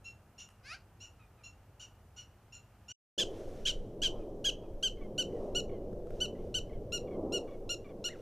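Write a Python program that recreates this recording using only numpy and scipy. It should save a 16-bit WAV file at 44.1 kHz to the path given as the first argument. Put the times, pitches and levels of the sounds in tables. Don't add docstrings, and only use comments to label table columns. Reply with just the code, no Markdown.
import sys
import numpy as np
from scipy import signal
from scipy.fft import rfft, irfft, next_fast_len
from scipy.io import wavfile
from scipy.ndimage import uniform_filter1d

SR = 44100
rng = np.random.default_rng(int(sys.argv[2]) if len(sys.argv) > 2 else 0)


def int16_out(signal):
    q = np.round(np.clip(np.atleast_2d(signal).T, -1, 1) * 32767)
    wavfile.write(sys.argv[1], SR, q.astype(np.int16))


def elevation(decibels):
    levels = np.asarray(decibels, float)
    return 10 ** (levels / 20)


N = 362061
T = np.arange(N) / SR
SIZE = next_fast_len(N)
HZ = np.maximum(np.arange(SIZE // 2 + 1) * SR / SIZE, 1.)


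def white():
    return rng.standard_normal(N)


def unit(x):
    return x / np.sqrt(np.mean(x ** 2))


def colour(x, points):
    hz, db = np.transpose(points)
    gain_db = np.interp(np.log(HZ), np.log(hz), db, left=-90, right=-90)
    return irfft(rfft(x, SIZE) * elevation(gain_db), SIZE)[:N]


def resonate(x, points):
    hz, db = np.transpose(points)
    grid_hz = np.maximum(np.arange(1025) * SR / 2048, 1.)
    gain_db = np.interp(np.log(grid_hz), np.log(hz), db, left=-70, right=-70)
    cepstrum = irfft(gain_db * np.log(10) / 20)
    cepstrum[1:1024] *= 2
    cepstrum[1025:] = 0
    impulse = irfft(np.exp(rfft(cepstrum)))
    return signal.oaconvolve(x, impulse)[:N]


def walk(rate_hz):
    hold = int(SR / rate_hz)
    steps = np.repeat(rng.standard_normal(N // hold + 1), hold)
    return 1.57 * uniform_filter1d(uniform_filter1d(steps, hold), hold)[:N]


def steady(x, seconds):
    size = int(seconds * SR)
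    return x / np.sqrt(uniform_filter1d(uniform_filter1d(x ** 2, size), size))


def swells(rest_db, rows):
    bells = sum(elevation(db) ** 2 * np.exp(-((T - s) / wide_s) ** 2) for s, wide_s, db in rows)
    return np.sqrt(elevation(rest_db) ** 2 + bells)


def air(points, flicker_db, rate_hz):
    whole, out = rfft(colour(white(), points), SIZE), 0
    lowest, highest = np.floor(np.log2(points[0][0])), np.log2(points[-1][0])
    for octave in np.arange(lowest, highest + 1):
        band = irfft(whole * np.clip(1 - abs(np.log2(HZ) - octave), 0, 1), SIZE)[:N]
        out = out + band * elevation(flicker_db * walk(rate_hz))
    return unit(out)


def hiss():
    # hz, density_db
    hiss_spectrum = [(900, -14.5), (1500, 10.5), (3000, -10.5), (7000, -2.5), (12000, -1.5), (15600, 0.5)]
    return elevation(-81.5) * unit(colour(white(), hiss_spectrum))


def engine_hum():
    # order_hz, level_db
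    orders = [(50.5, -69.5), (101, -71), (203, -76)]
    wavering = 1 + .006 * walk(2)
    out = np.zeros(N)
    for hz, db in orders:
        phase = 2 * np.pi * np.cumsum(hz * wavering) / SR
        out += elevation(db + 2 + 1.1 * walk(4.0)) * np.sin(phase)
    return out


def calm_air():
    # hz, density_db
    calm_spectrum = [(12, -30), (20, -11.5), (101, 4), (157, -9), (252, -13.5), (520, -16), (812, -15.5),
                     (1070, -21), (1230, -19), (2150, -29), (2760, -28.5), (3650, -36.5), (5550, -37),
                     (14300, -40), (15500, -41.5)]
    return elevation(-60.5) * air(calm_spectrum, flicker_db=0.34, rate_hz=7.76)


def membrane_thumps():
    # hz, density_db
    buffet_spectrum = [(12, 10.5), (22, 2), (40, -8), (60, -18), (100, -26)]
    # start_s, level_db
    eddies = [(3.29, -44), (3.5, -42), (3.66, -40.5), (3.77, -36), (4.05, -38.5), (4.16, -38), (4.33, -46),
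              (4.5, -42), (4.74, -41), (4.92, -43.5), (5.02, -40), (5.4, -43.5), (5.55, -40), (5.7, -40.5),
              (5.85, -43), (5.99, -42.5), (6.15, -40), (6.44, -42.5), (6.62, -42), (6.76, -40),
              (6.99, -46.5), (7.2, -47), (7.52, -46), (7.64, -41)]
    gain = swells(-52, [(s, 0.047, db) for s, db in eddies])
    return gain * steady(colour(white(), buffet_spectrum), seconds=0.065)


def housing_drone(gust_db):
    # hz, density_db
    drone_spectrum = [(40, -8), (65, -4), (100, 0.2), (150, -7), (210, -4.5), (300, -19.5)]
    # centre_s, half_width_s, level_db
    drone_swells = [
        (3.85, .15, -53.5),
        (5.85, 0.73, -50),
        (6.8, .15, -48.5),
        (7.2, 0.074, -51),
    ]
    gain = swells(-53, drone_swells) * elevation(0.16 * (gust_db + 45.5) + 1.7 * walk(9))
    return gain * steady(air(drone_spectrum, flicker_db=1.0, rate_hz=18), seconds=0.15)


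def gust_rush(gust_db):
    # hz, density_db
    rush_spectrum = [(88, -40), (150, -12), (255, -6.5), (369, 0.5), (473, -0.5), (581, -3.5), (907, -23),
                     (1060, -25.5), (1340, -37.5), (1810, -83), (2000, -56.5), (2600, -71.5), (4400, -120)]
    return elevation(gust_db + 0.18) * steady(air(rush_spectrum, flicker_db=1.5, rate_hz=20), seconds=0.1)


def grass_rustle():
    # hz, density_db
    rustle_spectrum = [(900, -2.5), (1300, 5.5), (2000, -0.5), (3000, -0.5), (4500, -5), (6000, -2),
                       (7000, -8), (11000, -12.5), (15500, -22)]
    # centre_s, half_width_s, level_db
    stirs = [
        (3.37, 0.075, -73),
        (3.55, 0.17, -73),
        (4.18, 0.077, -82),
        (5.42, 0.12, -79.5),
        (6.18, 0.07, -76.5),
        (6.46, 0.069, -82),
        (6.99, 0.026, -82),
        (7.52, .1, -86),
        (8.21, .05, -77),
    ]
    gain = elevation(7) * swells(-84.5, stirs)
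    return gain * steady(air(rustle_spectrum, flicker_db=.7, rate_hz=35), seconds=.15)


def wind():
    # time_s, strength_db
    gusts = [(3.18, -41.5), (3.5, -47), (3.63, -50.5), (4.06, -46.5), (4.08, -43), (4.9, -51),
             (5.38, -39.5), (6.08, -45.5), (6.34, -43.5), (6.65, -48.5), (6.95, -45), (7.17, -38.5),
             (7.38, -37), (7.49, -46.5), (7.8, -48), (7.84, -52), (7.91, -47.5), (8.21, -49.5)]
    gust_db = np.interp(T, *np.transpose(gusts))
    return membrane_thumps() + housing_drone(gust_db) + gust_rush(gust_db) + grass_rustle()


def stem_ticks():
    # start_s, level_db, ring_hz
    snaps = [
        (0.489, -46, 2860),
        (3.3994, -57, 1210),
        (5.93, -51, 1220),
        (6.0704, -49, 1300),
        (6.106, -46, 1390),
    ]
    out, t = np.zeros(N), np.arange(400) / SR
    for s, db, hz in snaps:
        start = int(s * SR)
        body = 1.3 * rng.standard_normal(len(t)) + np.sin(2 * np.pi * hz * t)
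        out[start:start + len(t)] += elevation(db) * np.exp(-t / 0.0016) * body
    return resonate(out, [(500, -23), (1300, -2.5), (4000, -13.0), (14000, -18)])


def field(x, spray_db, spray_t60_s, bank_s, bank_db, tail_db, tail_t60_s):
    t = np.arange(int(.6 * SR)) / SR
    spray, bank, tail = rng.standard_normal((3, len(t)))

    def decay(t60_s, lag_s):
        fall = elevation(-60 * np.maximum(t - lag_s, 0) / t60_s)
        return (t > lag_s) * fall / np.sqrt(t60_s * SR)

    hump = np.exp(-((t - bank_s) / .03) ** 2) / np.sqrt(.04 * SR)
    tail = signal.sosfilt(signal.butter(1, 4500, fs=SR, output="sos"), tail)
    answer = elevation(spray_db) * spray * decay(spray_t60_s, 0.011)
    answer += elevation(bank_db) * bank * hump
    answer += elevation(tail_db) * tail * decay(tail_t60_s, 0.062)
    return x + signal.fftconvolve(x, answer)[:N]


def voice(calls, throat, jitter, breath_db, patchy_db, odd_db=0):
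    # hz, level_db
    flutter_spectrum = [(60, -9), (200, -7), (480, -15), (680, -2), (780, 0), (900, -12), (1500, -26),
                        (3000, -40)]
    throat_hz, throat_db = np.transpose(throat)
    flutter = unit(resonate(white(), flutter_spectrum))
    wobble, patches, breath, source = walk(400), walk(90), white(), np.zeros(N)
    for call in calls:
        s, hz, db, hoarse = np.transpose(call)
        span = slice(int(s[0] * SR), min(int(s[-1] * SR), N))
        hz, db, hoarse = (np.interp(T[span], s, column) for column in (hz, db, hoarse))
        hz = uniform_filter1d(hz, 150, mode="nearest") * (1 + jitter * (1 + 6 * hoarse) * wobble[span])
        k = np.arange(1, int(15500 / hz.max()) + 1)[:, None]
        phase = 2 * np.pi * np.cumsum(hz) / SR + .3 * hoarse * flutter[::-1][span]
        own_patch = patches[(np.arange(span.start, span.stop) + 9000 * k) % N]
        own_db = patchy_db * own_patch + odd_db * (k % 2) * (k > 3)
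        stack = (elevation(own_db) * np.cos(k * phase + 0.33 * k ** 2)).sum(axis=0)
        share = np.clip(hoarse, 0, .95)
        stack *= np.sqrt(1 - share ** 2) + share * unit(flutter[span])
        stack += elevation(breath_db) * breath[span]
        partial_db = np.interp(np.log(k * hz.mean()), np.log(throat_hz), throat_db, left=-90, right=-90)
        through = np.sqrt(np.sum(elevation(partial_db) ** 2) / 2)
        source[span] += stack * elevation(db) / through
    return resonate(source, throat)


def wheezes():
    # start_s, length_s, start_hz, level_db
    breaths = [(1.194, 0.053, 1283, -73), (1.377, 0.039, 1290, -74), (4.195, 0.043, 1275, -69),
               (4.634, .035, 1305, -72), (4.971, 0.039, 1090, -66.5), (5.011, 0.058, 1130, -63.5),
               (5.322, .015, 1020, -72), (5.349, 0.046, 1000, -73), (5.693, .012, 1135, -63.5),
               (5.713, 0.068, 1095, -66.5), (6.35, 0.028, 1016, -69), (6.386, 0.04, 1100, -70.5),
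               (6.694, 0.026, 1050, -67), (6.727, .045, 1100, -68), (7.072, 0.018, 1190, -63.5),
               (7.109, 0.056, 1128, -64), (7.476, 0.026, 1185, -62), (7.508, 0.053, 1170, -65),
               (7.844, 0.036, 1190, -62.5), (7.889, 0.035, 1172, -64.5)]
    # hz, level_db
    throat = [(600, -48.5), (1100, 4.5), (2200, 4.5), (3300, -4.5), (4500, -17.5), (7000, -27)]
    hoarse, calls = .14, []
    for s, length_s, hz, db in breaths:
        end_hz = 0.93 * hz
        calls.append([(s, hz, db, hoarse), (s + 0.19 * length_s, hz, db, hoarse),
                      (s + .8 * length_s, end_hz, db - 3.5, hoarse), (s + length_s, end_hz, db - 9.5, hoarse)])
    return voice(calls, throat, jitter=.006, breath_db=2, patchy_db=2)


def neighbour_yip():
    # time_s, pitch_hz, level_db, hoarseness_0_1
    contour = [
        (.628, 476, -79, .1),
        (.64, 490, -65, .1),
        (.658, 527, -54.5, .12),
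        (.7, 608, -48.5, 0.1),
        (.718, 641, -45.5, .1),
        (.738, 728, -47, 0.2),
        (.75, 809, -47.5, .15),
        (.762, 718, -57, .2),
        (.775, 640, -65, .2),
    ]
    # hz, level_db
    throat = [(450, -40), (700, -14), (1100, -12), (1600, -1), (2000, -8.5), (2550, 2), (3100, -12),
              (3700, -13), (4900, -5), (6000, -13.5), (7600, -23), (8400, -31), (10000, -21), (14000, -53)]
    yip = voice([contour], throat, jitter=.004, breath_db=1, patchy_db=1.8, odd_db=-6)
    return field(yip, spray_db=0, spray_t60_s=.09, bank_s=.05, bank_db=-20, tail_db=-19, tail_t60_s=.4)


def closing_chirp():
    # time_s, pitch_hz, level_db, hoarseness_0_1
    contour = [
        (8.08, 1460, -59, .05),
        (8.095, 1840, -54, 0.1),
        (8.115, 2140, -58, 0.14),
        (8.13, 1950, -55, .05),
        (8.148, 1535, -66, .05),
        (8.16, 1240, -61, .05),
    ]
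    # hz, level_db
    throat = [(800, -3), (2000, 8), (4000, -12), (6200, -16), (9000, -40)]
    return voice([contour], throat, jitter=.004, breath_db=-4, patchy_db=3)


def bark_contours(rows):
    # length_share, hard_rise_0_1, soft_rise_0_1 (from end pitch to top), level_db, hoarseness_share
    bark_shape = [
        (0, 0.21, 0.095, -14, .1),
        (.04, 0.3, 0.34, -8, .1),
        (0.161, .92, .6, -3, 0.18),
        (.27, 1, .92, -2, 0.92),
        (.42, .86, 0.97, -2.5, 0.96),
        (.66, .68, 0.79, -5.5, 0.47),
        (.84, .45, 0.663, -8, 0.15),
        (.95, 0, 0.025, -12.5, .4),
        (1.02, -.3, -0.59, -34, .9),
    ]
    share, hard_rise, soft_rise, shape_db, hoarse_share = np.transpose(bark_shape)
    contours = []
    for s, length_s, top_hz, db, hoarse in rows:
        end_hz = 1306.7 + 50.3 * hoarse
        hardness = np.clip((top_hz - 1440) / 150, 0, 1)
        rise = soft_rise + (hard_rise - soft_rise) * hardness
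        pitch_hz = end_hz + (top_hz - end_hz) * rise
        contours.append(np.transpose([s + length_s * share, pitch_hz, db + shape_db, hoarse * hoarse_share]))
    return contours


def far_barks():
    # start_s, length_s, top_hz, level_db, hoarseness_0_1
    far_rows = [
        (.043, 0.056, 1373, -51.5, 0.06),
        (.380, 0.061, 1433, -48.5, 0.63),
        (1.002, 0.058, 1442, -50.5, 0.24),
        (1.435, 0.042, 1399, -51, .15),
        (1.796, 0.049, 1524, -47, 0.28),
        (2.163, 0.0548, 1482, -48.5, 0.3),
        (2.523, 0.053, 1426, -49.5, 0),
        (2.882, 0.083, 1494, -45, 0.15),
    ]
    # hz, level_db
    throat = [(1000, -38), (1450, -9), (2100, -5), (2800, 9), (3500, 0.5), (4250, -6.5), (4900, -7.5),
              (5700, 4.5), (7100, 1), (7900, -24), (8600, -17.5), (11000, -24.5), (15000, -36.5)]
    return voice(bark_contours(far_rows), throat, jitter=.007, breath_db=-4, patchy_db=2.5)


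def near_barks():
    # start_s, length_s, top_hz, level_db, hoarseness_0_1
    near_rows = [(3.180, 0.058, 1723, -24, 0.57), (3.653, 0.065, 1624, -26.5, 0.85),
                 (4.018, 0.067, 1623, -25.5, 0.55), (4.443, 0.062, 1677, -25, 0.27),
                 (4.827, 0.06, 1607, -27, 0.09), (5.179, 0.052, 1526, -29, 0.091),
                 (5.549, 0.059, 1478, -31.5, 0.037), (6.203, 0.06, 1516, -32, 0.021),
                 (6.542, 0.053, 1542, -30, 0.088), (6.921, 0.063, 1447, -33, 0.022),
                 (7.322, 0.065, 1459, -33, 0.027), (7.692, 0.058, 1444, -32.5, 0.058),
                 (8.041, 0.052, 1454, -31.5, 0.094)]
    # hz, level_db
    throat = [(1000, -17), (1550, -25), (2000, -17), (2400, -15.5), (3050, 0.27), (3900, -8), (4600, -18),
              (5900, -12), (7200, -14.5), (8100, -25.5), (9100, -26), (9700, -42), (11200, -30.5),
              (15600, -54)]
    near = voice(bark_contours(near_rows), throat, jitter=0.005, breath_db=-19.0, patchy_db=1.5)
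    treble = resonate(near, [(3300, -40), (4000, 0), (7600, 0), (8300, -30)])
    treble_db = 1.6 * np.clip((T - 5.5) / 1.5, 0, 1)
    return near + treble * (elevation(treble_db) - 1)


def capsules(mid, open_gain):
    # hz, density_db
    self_noise = [(18, -19), (30, -19.5), (79, -37.5), (148, -47.5), (324, -20.5), (899, -2.5),
                  (1080, -2.5), (2130, -5), (2690, -5.5), (15500, -8)]
    smear_taps = np.convolve(rng.standard_normal(1600) / 40, [1, -.75])
    smear = elevation(-24) * signal.oaconvolve(mid, smear_taps)[:N]
    noise = elevation(-81) * unit(colour(white(), self_noise)) * open_gain
    return mid + (smear + noise) * np.array([[1], [-1]])


def scene():
    # far_end_s, near_start_s
    cut_s = (2.926, 3.177)
    small = wheezes() + stem_ticks()
    far = field(far_barks() + elevation(3.0) * small, spray_db=9.7, spray_t60_s=0.16, bank_s=0.042, bank_db=-20.0,
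                tail_db=-8.5, tail_t60_s=0.65)
    far = far + neighbour_yip() + calm_air() + engine_hum()
    near = field(near_barks() + small + closing_chirp(), spray_db=-4, spray_t60_s=0.15, bank_s=0.026,
                 bank_db=-19.0, tail_db=-20.5, tail_t60_s=0.56)
    near = near + wind() + hiss()
    fade_out = np.clip((cut_s[0] - T) / 0.0072, 0, 1)
    fade_in = np.clip((T - cut_s[1]) / 0.00064, 0, 1)
    return capsules(far * fade_out + near * fade_in, fade_out + fade_in)


def top_cut(x):
    return signal.sosfilt(signal.butter(12, 15690, fs=SR, output="sos"), x)


def record(dry):
    return top_cut(dry)


dry = scene()
out = record(dry)
int16_out(out)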